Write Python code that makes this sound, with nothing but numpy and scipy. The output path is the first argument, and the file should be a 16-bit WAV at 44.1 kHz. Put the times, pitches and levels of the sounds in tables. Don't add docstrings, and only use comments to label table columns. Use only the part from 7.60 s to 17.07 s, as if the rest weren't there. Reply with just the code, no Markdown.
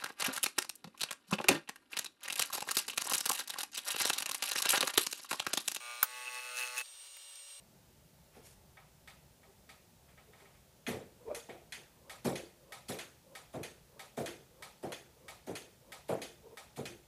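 import sys
import numpy as np
from scipy import signal
from scipy.fft import rfft, irfft, next_fast_len
from scipy.io import wavfile
from scipy.ndimage import uniform_filter1d

SR = 44100
rng = np.random.default_rng(int(sys.argv[2]) if len(sys.argv) > 2 else 0)


def makeup_ratio(level_db):
    decades = np.asarray(level_db, float) / 20
    return 10 ** decades


def output_pcm(signal):
    pcm = np.clip(np.atleast_2d(signal).T, -1, 1) * 32767
    wavfile.write(sys.argv[1], SR, np.round(pcm).astype(np.int16))


N = 417627
SPAN = 20480
HZ = np.fft.rfftfreq(SPAN, 1 / SR)
T = np.arange(SPAN) / SR


def unit(x):
    return x / np.sqrt(np.mean(x ** 2) + 1e-20)


def smooth(noise, samples):
    return unit(uniform_filter1d(noise, samples))


def along(points, hz):
    f, v = np.transpose(points)
    return np.interp(np.log(hz + 1), np.log(f + 1), v)


def causal(gain):
    cepstrum = irfft(np.log(np.maximum(gain, 1e-6)))
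    cepstrum[1:SPAN // 2] *= 2
    cepstrum[SPAN // 2 + 1:] = 0
    return np.exp(rfft(cepstrum))


def shelves(low_db, low_hz, high_db, high_hz):
    low = low_db / (1 + (HZ / low_hz) ** 4)
    high = high_db / (1 + (high_hz / (HZ + 1)) ** 4)
    return makeup_ratio(low + high)


def body(tone, modes, scatter_db):
    lift = 0
    for centre_hz, width_hz, db in modes:
        strength = makeup_ratio(db + scatter_db * rng.standard_normal()) ** 2
        lift = lift + strength / (1 + (2 * (HZ - centre_hz) / width_hz) ** 2)
    treble_loss_db = 6 / (1 + (13300 / (HZ + 1)) ** 16)
    gain = makeup_ratio(along(tone, HZ) - treble_loss_db) * np.sqrt(1 + lift)
    return unit(gain)


# pitch_hz, t60_s
ROOM_DECAY = [(100, 0.32), (300, 0.49), (800, 0.39), (2000, 0.4), (5500, 0.39), (12000, 0.33)]


def tail(rise_s=0.00015, bass_lag=0):
    noise, knots = rng.standard_normal((2, SPAN))
    hz, t, z = signal.stft(noise, SR, nperseg=256)
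    knots = np.resize(knots, z.shape)
    knots = smooth_grid(knots, 4, 4)
    hz = hz[:, None]
    build = 1 - np.exp(-(t + 1e-4) * (hz + 60) / (bass_lag + 1e-6))
    fade = makeup_ratio(-60 * t / along(ROOM_DECAY, hz)) + makeup_ratio(-12 - 60 * t / 0.16)
    echo = signal.istft(z * build * fade * makeup_ratio(3.3 * knots), SR, nperseg=256)[1][:SPAN]
    echo = echo * (1 - np.exp(-T / max(rise_s, 1e-4)))
    return echo / np.linalg.norm(echo)


def smooth_grid(noise, bands, frames):
    return unit(uniform_filter1d(uniform_filter1d(noise, bands, 0), frames, 1))


def room(spot, same, *shape):
    return rfft(np.sqrt(same) * spot + np.sqrt(1 - same) * tail(*shape))


def add(track, s, sound):
    part = track[round(s * SR):][:SPAN]
    part += sound[:len(part)]


def swell(s, db, rise_s, fall_s, edge_db, *steady):
    return [(s - rise_s, db + edge_db, *steady), (s, db, *steady), (s + fall_s, db + edge_db, *steady)]


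def gate(rows):
    s, db, *more = np.transpose(rows)
    t = np.arange(s[0], s[-1], 1 / SR)
    fade = np.clip(np.minimum(t - s[0], s[-1] - t) / 0.0049, 0, 1)
    return t, fade * makeup_ratio(np.interp(t, s, db)), [np.interp(t, s, c) for c in more]


# pitch_hz, density_db (per Hz)
FLOOR_TONE = [(13, -63), (22, -46), (59, 2.5), (92, -11.5), (135, -1.5), (325, -16), (383, -10),
              (416, -16.5), (594, -12.5), (760, -18), (897, -14.5), (974, -21.5), (2040, -24.5),
              (5650, -25), (15600, -27.5)]


def floor():
    hz, t, z = signal.stft(rng.standard_normal(N + 4096), SR, nperseg=2048)
    patches = smooth_grid(rng.standard_normal(z.shape), 12, 5)
    hz = hz[:, None]
    z = z * makeup_ratio(along(FLOOR_TONE, hz) + 1.5 * patches / (1 + hz / 1500))
    return makeup_ratio(-63.5) * unit(signal.istft(z, SR, nperseg=2048)[1][:N])


# peak_s, peak_db, bright_part_db, rise_s, fall_s
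RUSTLES = [(0.766, -61.5, -5, 0.038, .07), (0.86, -65.5, 9, .035, .09), (2.5, -66, -21, 0.041, .05),
           (2.6, -67, -18, .04, .05), (2.801, -66, -7, .09, 0.15), (2.955, -68.5, -13, 0.056, 0.1)]
# pitch_hz, density_db (per Hz)
TICK_TONE = [(180, -30), (480, -1.5), (1180, -7), (1280, -4), (1490, -6.5), (2440, -2.5), (2740, -7),
             (3810, -5.5), (11300, -5.5), (15500, -17)]


def rustle():
    out = np.zeros(N)
    for s, db, bright, rise_s, fall_s in RUSTLES:
        t, gain, (bright_db,) = gate(swell(s, db, rise_s, fall_s, -14, bright))
        dull, fine, clump = rng.standard_normal((3, len(t)))
        gain = gain * makeup_ratio(1.6 * smooth(clump, 300))
        low = rfft(gain * dull, SPAN) * shelves(0, 1000, -29, 5100) * makeup_ratio(5.5)
        high = rfft(gain * makeup_ratio(bright_db) * fine, SPAN) * shelves(-10.5, 2600, 0, 5000)
        scratches = (low + high) * body(TICK_TONE, [], 0)
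        add(out, t[0], makeup_ratio(-0.5) * irfft(scratches * (1 + makeup_ratio(-6.5) * rfft(tail()))))
    return out


# peak_s, peak_db, slip_rate_hz, rise_s, fall_s
GROANS = [(1.9, -61, 403, 0.034, 0.033), (2.686, -59.5, 437, 0.017, 0.081), (2.82, -62, 395, 0.012, 0.099),
          (3.615, -54.5, 493, .015, .07), (3.684, -39.5, 456.5, 0.032, .03),
          (3.712, -36, 590.5, .025, 0.049), (3.77, -46, 462, .03, .035), (8.872, -49, 446, .045, 0.036),
          (8.911, -49.5, 488, 0.014, 0.014), (8.93, -48.5, 451, 0.022, .03)]
# tick_s, peak_db
SWINGS = [(4.4963, -43), (5.1216, -43.5), (5.7516, -44.5), (6.3939, -44.5), (7.0235, -44), (7.6818, -44),
          (8.32, -44), (8.972, -45)]


def strokes():
    spans = []
    for s, db, slip_hz, rise_s, fall_s in GROANS:
        spans.append(swell(s, db, rise_s, fall_s, -16.5, slip_hz, -9.5, -7))
    for s, _ in SWINGS[:-1]:
        spans.append([(s - 0.12, -71, 482, -14, -7), (s, -60.5, 570, -2, 0)])
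    return spans


# pitch_hz, density_db (per Hz)
RUB_TONE = [(150, -48), (250, -10), (584, -6.5), (794, -16.5), (982, -4.5), (1440, -41), (2500, -20),
            (3250, -65), (5500, -120)]
# pitch_hz, width_hz, lift_db
DOOR = [(187, 150, 3.1), (245, 97, 2.5), (347.6, 9.3, 13), (446, 113, 9), (515, 52, 3.9), (580, 62, 5.4),
        (673, 62, 6.1), (763, 25, 4.4)]


def hinge():
    out = np.zeros(N)
    for rows in strokes():
        t, gain, (slip_hz, upper_db, rub_db) = gate(rows)
        jitter, lumps, rub, rasp = rng.standard_normal((4, len(t)))
        phase = 2 * np.pi * np.cumsum(slip_hz * (1 + 0.055 * smooth(jitter, 200))) / SR
        slips = unit(np.sin(phase) * makeup_ratio(2.9 * smooth(lumps, 400)))
        rub = unit(irfft(rfft(rub, SPAN) * body(RUB_TONE, DOOR, 0.79))[:len(t)])
        upper = np.sin(2 * phase) * (1 + 0.82 * smooth(rasp, 70))
        creak = slips + makeup_ratio(rub_db) * rub + makeup_ratio(upper_db - 5.5) * upper
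        echoes = 1 + makeup_ratio(-13) * rfft(tail())
        add(out, t[0], makeup_ratio(-2.5) * irfft(rfft(gain * creak, SPAN) * echoes))
    return out


# start_s, peak_db, boom_db, scuff_db, scuff_lead_s
PAWS = [(0.753, -56, -16.5, -21, 0.0085), (3.274, -38.5, -11, -7.5, 0.003), (4.647, -31, -13, -11.5, 0.003),
        (5.287, -38.5, -16.5, -4.5, 0.0047), (5.938, -37.5, -14, -21.5, 0.011),
        (6.572, -35, -14.5, -14, 0.0047), (7.229, -36, -17, -20.5, 0.0047),
        (7.871, -37.5, -16, -17.5, 0.0066), (8.488, -29.5, -18, -21, 0.0063),
        (9.171, -39.5, -8.5, -12.5, 0.012)]
# start_s, peak_db, boom_db, scuff_db, scuff_lead_s
RAPS = [(3.328, -42, -14.5, -30, 0.007), (3.364, -62, -15, -23, 0.0072), (3.888, -43, -25, -20, 0.002),
        (4.172, -56, -19.5, -30, 0.002)]
# pitch_hz, density_db (per Hz)
PAW_TONE = [(29, -50), (50, -16), (95, 5), (237, -0.5), (308, 1.5), (602, -4), (795, -5), (1080, -11.5),
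            (1580, -18), (2500, -24.5), (3250, -29), (5500, -120)]
# pitch_hz, level_db, time_to_peak_s
PANEL = [(138.8, -5, 0.034), (184.8, -2, 0.03), (236.3, 3.5, 0.017), (371.5, 0, 0.016), (444.7, -4, 0.031)]
# pitch_hz, density_db (per Hz)
SCUFF_TONE = [(590, -83), (1000, -11), (2080, -6.5), (2360, -1), (2680, -8.5), (3610, -7), (11000, -4.5),
              (15500, -11)]
# pitch_hz, width_hz, lift_db
FLAP_IN = [(797, 215, 7.5), (995, 23, 7.5), (1255, 51, 7), (1840, 45, 3), (2230, 59, -3), (3650, 680, 3)]


def paws():
    out, spot = np.zeros(N), tail(0.0074, 4.0)
    blows = [(*row, 0.016) for row in PAWS]
    blows += [(*row, 0.0027) for row in RAPS]
    for s, db, boom_db, scuff_db, lead_s, contact_s in blows:
        wood = causal(body(PAW_TONE, DOOR, 0.79) * shelves(boom_db + 8, 375, 0, 5000))
        add(out, s - 0.002, makeup_ratio(db + 33.5) * irfft(wood * room(spot, 0.35, contact_s, 1.23)))
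        for hz, mode_db, peak_s in PANEL:
            size, turn = rng.standard_normal(2)
            swelling = (T / peak_s * np.exp(1 - T / peak_s)) ** 1.65
            level = makeup_ratio(db + 0.77 * boom_db + mode_db + 2.3 * size)
            add(out, s, level * swelling * np.sin(2 * np.pi * hz * T + turn))
        pad = causal(body(SCUFF_TONE, FLAP_IN, 1.5) * shelves(3.9, 2300, 0, 5000))
        add(out, s - lead_s, makeup_ratio(db + scuff_db + 31.5) * irfft(pad * rfft(tail(0.0082))))
    return out


def clicks(events, tone, modes, ring, walls, gain_db, low_db, bright_db, direct_db, ring_db, same):
    out, spot = np.zeros(N), tail()
    early = 1
    for delay_s, db in walls:
        early = early + makeup_ratio(db) * np.exp(-2j * np.pi * HZ * delay_s)
    for s, db, low, bright in events:
        knock = np.zeros(SPAN)
        for hz, mode_db, t60_s in ring:
            decay = makeup_ratio(mode_db + 0.91 * rng.standard_normal() - 60 * T / t60_s)
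            knock += decay * np.sin(2 * np.pi * hz * T)
        knock *= 1 - np.exp(-T / 0.0038)
        edge = causal(body(tone, modes, 0.41)) * (makeup_ratio(direct_db) * early + room(spot, same))
        tilt = causal(shelves(low + low_db, 1320, bright + bright_db, 4250))
        click = tilt * (makeup_ratio(gain_db) * edge + makeup_ratio(ring_db) * rfft(knock))
        add(out, s, makeup_ratio(db) * irfft(click))
    return out


# start_s, peak_db, low_db, bright_db
TICKS = [(1.1704, -49, -11.5, -36), (1.475, -46.5, -15, -16.5), (1.8322, -60, -6, -20),
         (2.0914, -48, -15, -15.5), (2.576, -52.5, -16, -34), (2.7313, -56, -10, -23),
         (2.8015, -61.5, -3, -10), (2.8529, -55.5, -12, -38), (3.894, -39.5, -45, -41)]
# pitch_hz, level_db, t60_s
RING_IN = [(790, -7, .06), (1285, -6, .12), (2255, 2, .07), (2430, -4, .09), (3750, -6, .08),
           (4050, -8, .05)]
# delay_s, level_db
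WALLS_IN = [(.0024, -4), (.0056, 0), (.0101, -2), (.017, -8)]


def ticks():
    swings = [(s, db, -9, -11) for s, db in SWINGS]
    return clicks(TICKS + swings, TICK_TONE, FLAP_IN, RING_IN, WALLS_IN, gain_db=29, low_db=9.0,
                  bright_db=7, direct_db=-21, ring_db=-2, same=0.8)


# start_s, peak_db, low_db, bright_db
SNAPS = [(3.266, -28, -3, -15.5), (3.747, -40.5, 7, 5.5), (4.1224, -34, -5.5, -4.5),
         (4.7558, -35.5, -5, -1.5), (5.3878, -35, 0, -3), (6.0318, -37, 0, -1), (6.6595, -35, 1, -2),
         (7.3205, -35.5, -1.5, -3), (7.9535, -35.5, -5.5, -1.5), (8.6174, -34.5, -11, -3),
         (9.2545, -36.5, -6, -2.5)]
# pitch_hz, density_db (per Hz)
SNAP_TONE = [(410, -25), (700, -3.5), (1090, -9), (1320, -4.5), (2030, -6), (2280, -7), (2490, -7.5),
             (5360, -14.5), (11100, -14), (15500, -28)]
# pitch_hz, width_hz, lift_db
FLAP_OUT = [(1870, 14, 5.3), (2116, 26, 2), (2500, 52, 6.8), (3130, 91, 2.7), (3480, 140, 5),
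            (4530, 320, 2), (6430, 330, 5.1)]
# pitch_hz, level_db, t60_s
RING_OUT = [(1822, -5, .14), (2020, -4, 0.14), (2964, -10, 0.14), (3327, -1.5, 0.055), (4130, 1, 0.045),
            (6640, -16, 0.026), (10700, 11, 0.0093)]
# delay_s, level_db
WALLS_OUT = [(.0025, -3), (.0058, -3), (.0103, -3), (.0172, -8)]


def snaps():
    return clicks(SNAPS, SNAP_TONE, FLAP_OUT, RING_OUT, WALLS_OUT, gain_db=22.5, low_db=-4.5,
                  bright_db=2.5, direct_db=-17, ring_db=-8, same=0.3)


def scene():
    return (floor() + rustle() + hinge() + paws() + ticks() + snaps())[None]


def band_limit(x):
    return signal.sosfilt(signal.butter(12, 16330, fs=SR, output="sos"), x)


def record(dry):
    size = next_fast_len(N)
    passed = np.fft.rfftfreq(size, 1 / SR) < 15400
    mix = irfft(rfft(dry, size) * passed, size)[:, :N]
    return band_limit(mix)


dry = scene()
out = record(dry)
output_pcm(out)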